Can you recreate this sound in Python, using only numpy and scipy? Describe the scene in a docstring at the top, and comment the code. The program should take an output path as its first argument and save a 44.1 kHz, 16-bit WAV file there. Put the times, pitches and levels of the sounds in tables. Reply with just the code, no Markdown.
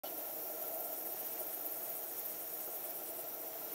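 """A summer wood through a small mono camera microphone. Out of a brief silence come leaf hiss, a short rustle,
camera-body rumble and a far katydid chorus of dense tooth clicks; cricket trills are narrow resonant bands.
A near katydid soon throbs over it in bursts of sparser clicks. A slower singer then swells to nine strokes a
second, wavering wing tones over a scrape. Two soft knocks excite the body's hum at 1.4 and 2.7 s; near the end
the rasp drops away."""
import sys
import numpy as np
from scipy import signal
from scipy.fft import rfft, irfft
from scipy.io import wavfile

SR = 44100
rng = np.random.default_rng(int(sys.argv[2]) if len(sys.argv) > 2 else 0)


def file_out(sig):
    """Save sig as 16-bit WAV at sys.argv[1]."""
    # one column per channel
    cols = np.atleast_2d(sig).T
    # limit, then scale
    lim = np.clip(cols, -1, 1)
    pcm = np.round(lim * 32767).astype(np.int16)
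    wavfile.write(sys.argv[1], SR, pcm)


def convert_level_to_amplitude(level_db):
    """Map a level in decibels to its linear amplitude factor."""
    exponent = np.asarray(level_db, float) / 20
    return 10 ** exponent


N = 164934  # samples, 3.74 s

# Katydid wing spectrum: (frequency [Hz], relative density [dB per Hz])
KATYDID_SPECTRUM = [(6000, -45), (9000, -19), (10400, -13), (11200, -10), (12000, -5.5), (12600, -1.5),
                    (13500, 0), (14300, -.5), (15000, -2.5), (15400, -3.5), (16000, -4)]
# Near katydid, one row a wing stroke: (time of peak [s], height [dB])
NEAR_STROKES = [(0.097, -52), (0.184, -41), (0.265, -46), (0.32, -55), (0.366, -44), (0.426, -43),
                (0.477, -41), (0.627, -42), (0.679, -43), (0.747, -44), (0.805, -40.5), (0.852, -39.5),
                (0.938, -41), (0.994, -43), (1.067, -39), (1.13, -39), (1.203, -40.5), (1.266, -39),
                (1.333, -40.5), (1.402, -37), (1.48, -42.5), (1.543, -37.5), (1.618, -42.5), (1.666, -36),
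                (1.722, -38), (1.765, -43), (1.838, -38), (1.904, -38), (1.964, -42), (2.043, -43.5),
                (2.123, -47), (2.193, -38.5), (2.261, -39), (2.304, -40), (2.401, -47.5), (2.542, -39.5),
                (2.611, -41), (2.666, -43.5), (2.762, -40), (2.848, -39), (2.907, -40), (2.963, -41),
                (3.038, -43), (3.103, -42), (3.164, -42.5), (3.218, -45.5), (3.285, -43), (3.347, -45),
                (3.415, -43.5), (3.479, -44.5), (3.546, -47.5), (3.607, -44.5), (3.651, -41), (3.731, -43)]
# Far katydid chorus: (time [s], level [dB])
CHORUS_LEVEL = [(0.05, -42.5), (0.63, -41.5), (2.75, -42.5), (3.09, -44), (3.74, -44)]
# Slow singer, one row a stroke: (time of peak before the pitch climb [s], height [dB])
RASP_STROKES = [(0.179, -79), (0.293, -60), (0.414, -59), (0.529, -55), (0.631, -57), (0.748, -53),
                (0.86, -50), (0.979, -52), (1.097, -51), (1.203, -51), (1.317, -51), (1.424, -50),
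                (1.54, -50), (1.653, -54), (1.768, -50), (1.871, -50), (1.977, -49), (2.098, -50),
                (2.192, -51), (2.318, -51), (2.424, -50), (2.531, -51), (2.64, -49), (2.741, -49.5),
                (2.867, -51), (2.973, -51), (3.086, -49.5), (3.193, -49), (3.418, -56.5), (3.659, -75)]
# Narrow wing modes of the slow singer: (frequency [Hz], relative level [dB])
RASP_MODES = [(7725, -80), (7903, -79), (8037, -80), (8183, -80), (8355, -78), (8586, -75), (8775, -79),
              (8912, -80), (9080, -76), (9216, -75), (9512, -75), (10090, -80), (10584, -75), (10779, -76)]
# Broad scrape spectrum of the slow singer: (frequency [Hz], relative density [dB per Hz])
SCRAPE_SPECTRUM = [(7300, -25.5), (7800, -10.5), (8600, 0), (9400, -4), (10600, 1.5), (11800, -1),
                   (13000, -1)]
# Near cricket: (time [s], level [dB])
TRILL_LEVEL = [(0.05, -77), (0.16, -76), (0.18, -70), (0.61, -66.5), (2.76, -64), (2.79, -71), (3.3, -81),
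               (3.33, -74), (3.74, -84)]
# Near cricket wing resonances: (frequency [Hz], width of one pass [Hz], relative level [dB])
TRILL_MODES = [(6680, 60, 0), (6762, 55, -1.5)]
# Lower far cricket chorus: (time [s], level [dB])
FAR_LOW_LEVEL = [(0.05, -62), (0.22, -66.5), (0.45, -63), (0.73, -66.5), (0.92, -63), (2.11, -67.5),
                 (2.19, -60), (2.21, -63.5), (2.7, -66), (3.74, -65)]
# Its bands: (frequency [Hz], width of one pass [Hz], relative level [dB])
FAR_LOW_MODES = [(5517, 520, -1), (5823, 360, -2)]
# Higher far cricket: (time [s], level [dB])
FAR_HIGH_LEVEL = [(0.05, -69), (0.87, -69), (0.89, -72), (1.32, -70), (1.35, -75), (1.42, -68), (1.45, -73),
                  (3.74, -70)]
# Its band: (frequency [Hz], width of one pass [Hz], relative level [dB])
FAR_HIGH_MODES = [(7270, 220, 0)]
# Camera-body resonances: (frequency [Hz], width before widening [Hz], relative level [dB])
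BODY_MODES = [(316.3, 33, -8.5), (364, 41, -9), (420.5, 60, -15.5), (461.3, 32.6, -5.5), (613, 63, -8),
              (650.2, 76, -3), (745, 37, -9), (799, 41.7, -9.5), (1362, 43, -15.5)]
# Rumble: (time [s], level [dB], tilt of the deep resonances, used relative to its mean [dB])
RUMBLE = [(0.05, -43.5, -9), (0.1, -49.5, -2.5), (0.33, -49.5, -10.5), (0.34, -52, -1), (0.47, -49, -7),
          (0.58, -47.5, -4.5), (0.87, -47.5, -9.5), (1.02, -51.5, -2.5), (1.9, -50, -6), (2.0, -53, -3.5),
          (3.6, -51, -5), (3.74, -54, 5)]
# Soft knocks on the camera: (time [s], starting gain on the body hum [dB])
KNOCKS = [(1.408, -48), (2.677, -42)]
# Leaves, distance and microphone hiss: (frequency [Hz], relative density [dB per Hz])
AIR_SPECTRUM = [(25, -43), (60, -31.5), (150, -18.5), (250, -16.5), (950, -17.5), (2000, -21), (2700, -22),
                (3200, -23.5), (5000, -25.5), (6400, -23.5), (7600, -24), (10000, -21), (12000, -27),
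                (16000, -29)]
# Rustle bands: (frequency [Hz], width of one pass [Hz], relative level [dB])
RUSTLE_MODES = [(2960, 190, 9), (3420, 510, 1), (3980, 250, -3), (4400, 420, 3)]

NEAR_TEETH_PER_S, NEAR_SPREAD_DB = 2500, 1.4
NEAR_RISE_S, NEAR_FALL_S = 0.011, 0.007
CHORUS_TEETH_PER_S, CHORUS_SPREAD_DB, CHORUS_FLICKER_DB = 12000, 1, 0.8

RASP_TEETH_PER_S, RASP_SPREAD_DB = 2500, 2.0
RASP_RISE_S, RASP_FALL_S = 0.028, 0.017
RASP_CLIMB_S_PER_KHZ = 0.007
RASP_WAVER_HZ, RASP_UNEVEN_DB = 9, 2.5
RASP_LINES_DB = -5.5  # wing tones against the scrape

TRILL_PER_S, TRILL_JITTER = 113, 0.02  # jitter as a fraction of the pulse rate
TRILL_ROUGH = 0.25  # noise gain beside the pulses
FAR_FLICKER_DB = 0.5

RUMBLE_FLICKER_DB, RUMBLE_SHARED_DB = 1, -0.5
DEEP_BELOW_HZ, BODY_WIDENING = 520, 1.51
KNOCK_DECAY_S = 0.0072

AIR_DB, AIR_FLICKER_DB = -54.5, 0.78
RUSTLE_S, RUSTLE_LENGTH_S, RUSTLE_DB = 0.039, 0.048, -55.5

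OPENS_S, OPEN_RAMP_S, CUTOFF_HZ = 0.0345, 0.0011, 15735


def rms_one(x):
    """Scale to rms 1."""
    return x / np.sqrt(np.mean(x ** 2) + 1e-20)


def curve(rows):
    """Turn a level table into a gain envelope, gliding in dB between its points."""
    s, db = np.transpose(rows)
    return convert_level_to_amplitude(np.interp(np.arange(N) / SR, s, db))


def drift(rate_hz):
    """Smooth random wander of spread 1: low-passed noise made at a fortieth of the sample rate."""
    r = np.exp(-80 * np.pi * rate_hz / SR)
    noise = rng.standard_normal(N // 40 + 2002)
    slow = signal.lfilter([1], [1, -2 * r, r * r], noise)[2000:]  # skip the filter's settling
    return np.interp(np.arange(N) / 40, np.arange(len(slow)), rms_one(slow))


def colour(x, spectrum):
    """Shape a flat source with a spectrum drawn over log frequency; rms 1."""
    hz, db = np.transpose(spectrum)
    log_hz = np.log(np.arange(N // 2 + 1) * SR / N + 1)
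    gain = convert_level_to_amplitude(np.interp(log_hz, np.log(hz), db))
    return rms_one(irfft(rfft(x) * gain, N))


def resonate(x, hz, width_hz, order=1):
    """Ring a two-pole resonance of about unit peak gain, applied once or more."""
    r = np.exp(-np.pi * width_hz / SR)
    zeros = [(1 - r * r) / 2, 0, (r * r - 1) / 2]
    poles = [1, -2 * r * np.cos(2 * np.pi * hz / SR), r * r]
    for _ in range(order):
        x = signal.lfilter(zeros, poles, x + 1e-18)
    return x


def teeth(per_s, spread_db):
    """Wing teeth struck at random moments: clicks of uneven size and either sign."""
    size = convert_level_to_amplitude(spread_db * np.minimum(rng.exponential(1, N), 4))
    sign = rng.choice([-1, 1], N)
    struck = rng.random(N) < per_s / SR
    return size * sign * struck


def strokes(rows, rise_s, fall_s):
    """Wing-stroke envelope: each stroke swells to its height and drops faster."""
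    t, out = np.arange(N) / SR, np.zeros(N)
    for at, db in rows:
        around = slice(max(int((at - 0.15) * SR), 0), int((at + 0.1) * SR))
        lag = t[around] - at
        spread_s = np.where(lag < 0, rise_s, fall_s)
        out[around] += convert_level_to_amplitude(db) * np.exp(-0.5 * (lag / spread_s) ** 2)
    return out


def near_katydid():
    """Sparse tooth clicks, coloured by the wing and swelling with every stroke."""
    clicks = teeth(NEAR_TEETH_PER_S, NEAR_SPREAD_DB)
    return strokes(NEAR_STROKES, NEAR_RISE_S, NEAR_FALL_S) * colour(clicks, KATYDID_SPECTRUM)


def katydid_chorus():
    """Far katydids: tooth clicks so dense that they fuse into a flickering hiss."""
    clicks = teeth(CHORUS_TEETH_PER_S, CHORUS_SPREAD_DB)
    flicker = convert_level_to_amplitude(CHORUS_FLICKER_DB * drift(60))
    return curve(CHORUS_LEVEL) * flicker * colour(clicks, KATYDID_SPECTRUM)


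def rasp():
    """Wavering wing modes over a scrape of tooth clicks; higher pitches peak later in the stroke."""
    effort = strokes(RASP_STROKES, RASP_RISE_S, RASP_FALL_S)

    def late(hz):
        """Shift the stroke by pitch: 9 kHz stays put, and the climb stops at 10 kHz."""
        shift_s = RASP_CLIMB_S_PER_KHZ * (min(hz, 10000) / 1000 - 9)
        return np.roll(effort, int(shift_s * SR))

    lines = np.zeros(N)
    for hz, db in RASP_MODES:
        level = convert_level_to_amplitude(db + RASP_UNEVEN_DB * drift(19))
        pitch_hz = hz + RASP_WAVER_HZ * drift(28.7)
        lines += level * np.sin(2 * np.pi * np.cumsum(pitch_hz) / SR) * late(hz)

    clicks = colour(teeth(RASP_TEETH_PER_S, RASP_SPREAD_DB), SCRAPE_SPECTRUM)
    low = signal.sosfiltfilt(signal.butter(3, 8800, fs=SR, output="sos"), clicks)
    scrape = late(8200) * low + late(9700) * (clicks - low)
    effort_rms = np.sqrt(np.mean(effort ** 2))
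    return scrape + convert_level_to_amplitude(RASP_LINES_DB) * effort_rms * rms_one(lines)


def near_cricket():
    """Nearly regular pulses and a little noise ring two close wing resonances."""
    rate = TRILL_PER_S * (1 + TRILL_JITTER * drift(30))
    pulses = np.diff(np.floor(np.cumsum(rate) / SR), prepend=0)  # one click a cycle
    drive = rms_one(pulses) + TRILL_ROUGH * rng.standard_normal(N)
    trill = sum(convert_level_to_amplitude(db) * resonate(drive, hz, width, order=2) for hz, width, db in TRILL_MODES)
    return curve(TRILL_LEVEL) * rms_one(trill)


def far_crickets():
    """Two smooth far bands: noise through narrow resonances, flickering slightly."""
    out = np.zeros(N)
    for rows, modes in ((FAR_LOW_LEVEL, FAR_LOW_MODES), (FAR_HIGH_LEVEL, FAR_HIGH_MODES)):
        band = sum(convert_level_to_amplitude(db) * resonate(rng.standard_normal(N), hz, width, order=2)
                   for hz, width, db in modes)
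        out += convert_level_to_amplitude(FAR_FLICKER_DB * drift(45)) * curve(rows) * rms_one(band)
    return out


def camera_body():
    """Rumble and knocks: noise rings hollow body resonances, each wandering a little on its own."""
    t = np.arange(N) / SR
    s, level_db, deep_db = np.transpose(RUMBLE)
    deep = np.interp(t, s, deep_db - deep_db.mean())
    shared = RUMBLE_SHARED_DB * drift(15)
    white = rng.standard_normal((2, N))  # neighbouring resonances take alternate noises
    hum = np.zeros(N)
    for k, (hz, width, db) in enumerate(BODY_MODES):
        wander = shared + RUMBLE_FLICKER_DB * drift(10.5)
        gain = convert_level_to_amplitude(db + wander + deep * (hz < DEEP_BELOW_HZ))
        hum += gain * resonate(white[k % 2], hz, width * BODY_WIDENING, order=2)
    knocks = sum(convert_level_to_amplitude(db) * (t > at) * np.exp(-np.abs(t - at) / KNOCK_DECAY_S) for at, db in KNOCKS)
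    return rms_one(hum) * (convert_level_to_amplitude(np.interp(t, s, level_db)) + knocks)


def rustle():
    """One brief flat-topped puff of noise through a few resonant bands."""
    t = np.arange(N) / SR
    half_s = RUSTLE_LENGTH_S / 2
    puff = np.exp(-((t - RUSTLE_S - half_s) / half_s) ** 4)
    white = rng.standard_normal(N)
    bands = sum(convert_level_to_amplitude(db) * resonate(white, hz, width, order=2) * (-1) ** k  # alternate polarity
                for k, (hz, width, db) in enumerate(RUSTLE_MODES))
    return convert_level_to_amplitude(RUSTLE_DB) * puff * rms_one(bands)


def air():
    """The broad floor of leaves, distance and microphone hiss: coloured noise with a slight flicker."""
    level = convert_level_to_amplitude(AIR_DB + AIR_FLICKER_DB * drift(9.7))
    return level * colour(rng.standard_normal(N), AIR_SPECTRUM)


def scene():
    """All sources at one microphone, the same on both channels."""
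    insects = near_katydid() + katydid_chorus() + rasp() + near_cricket() + far_crickets()
    mono = insects + camera_body() + rustle() + air()
    return np.stack([mono, mono])


def top_cut(x):
    """Nothing passes above the cut-off."""
    return signal.sosfilt(signal.butter(12, 16710, fs=SR, output="sos"), x)


def record(dry):
    """The sound opens after a short silence and loses its top to a steep low-pass."""
    opened = dry * np.clip((np.arange(N) / SR - OPENS_S) / OPEN_RAMP_S, 0, 1)
    steep = signal.ellip(14, 0.3, 75, CUTOFF_HZ, fs=SR, output="sos")
    mix = signal.sosfilt(steep, opened)
    return top_cut(mix)


dry = scene()
out = record(dry)
file_out(out)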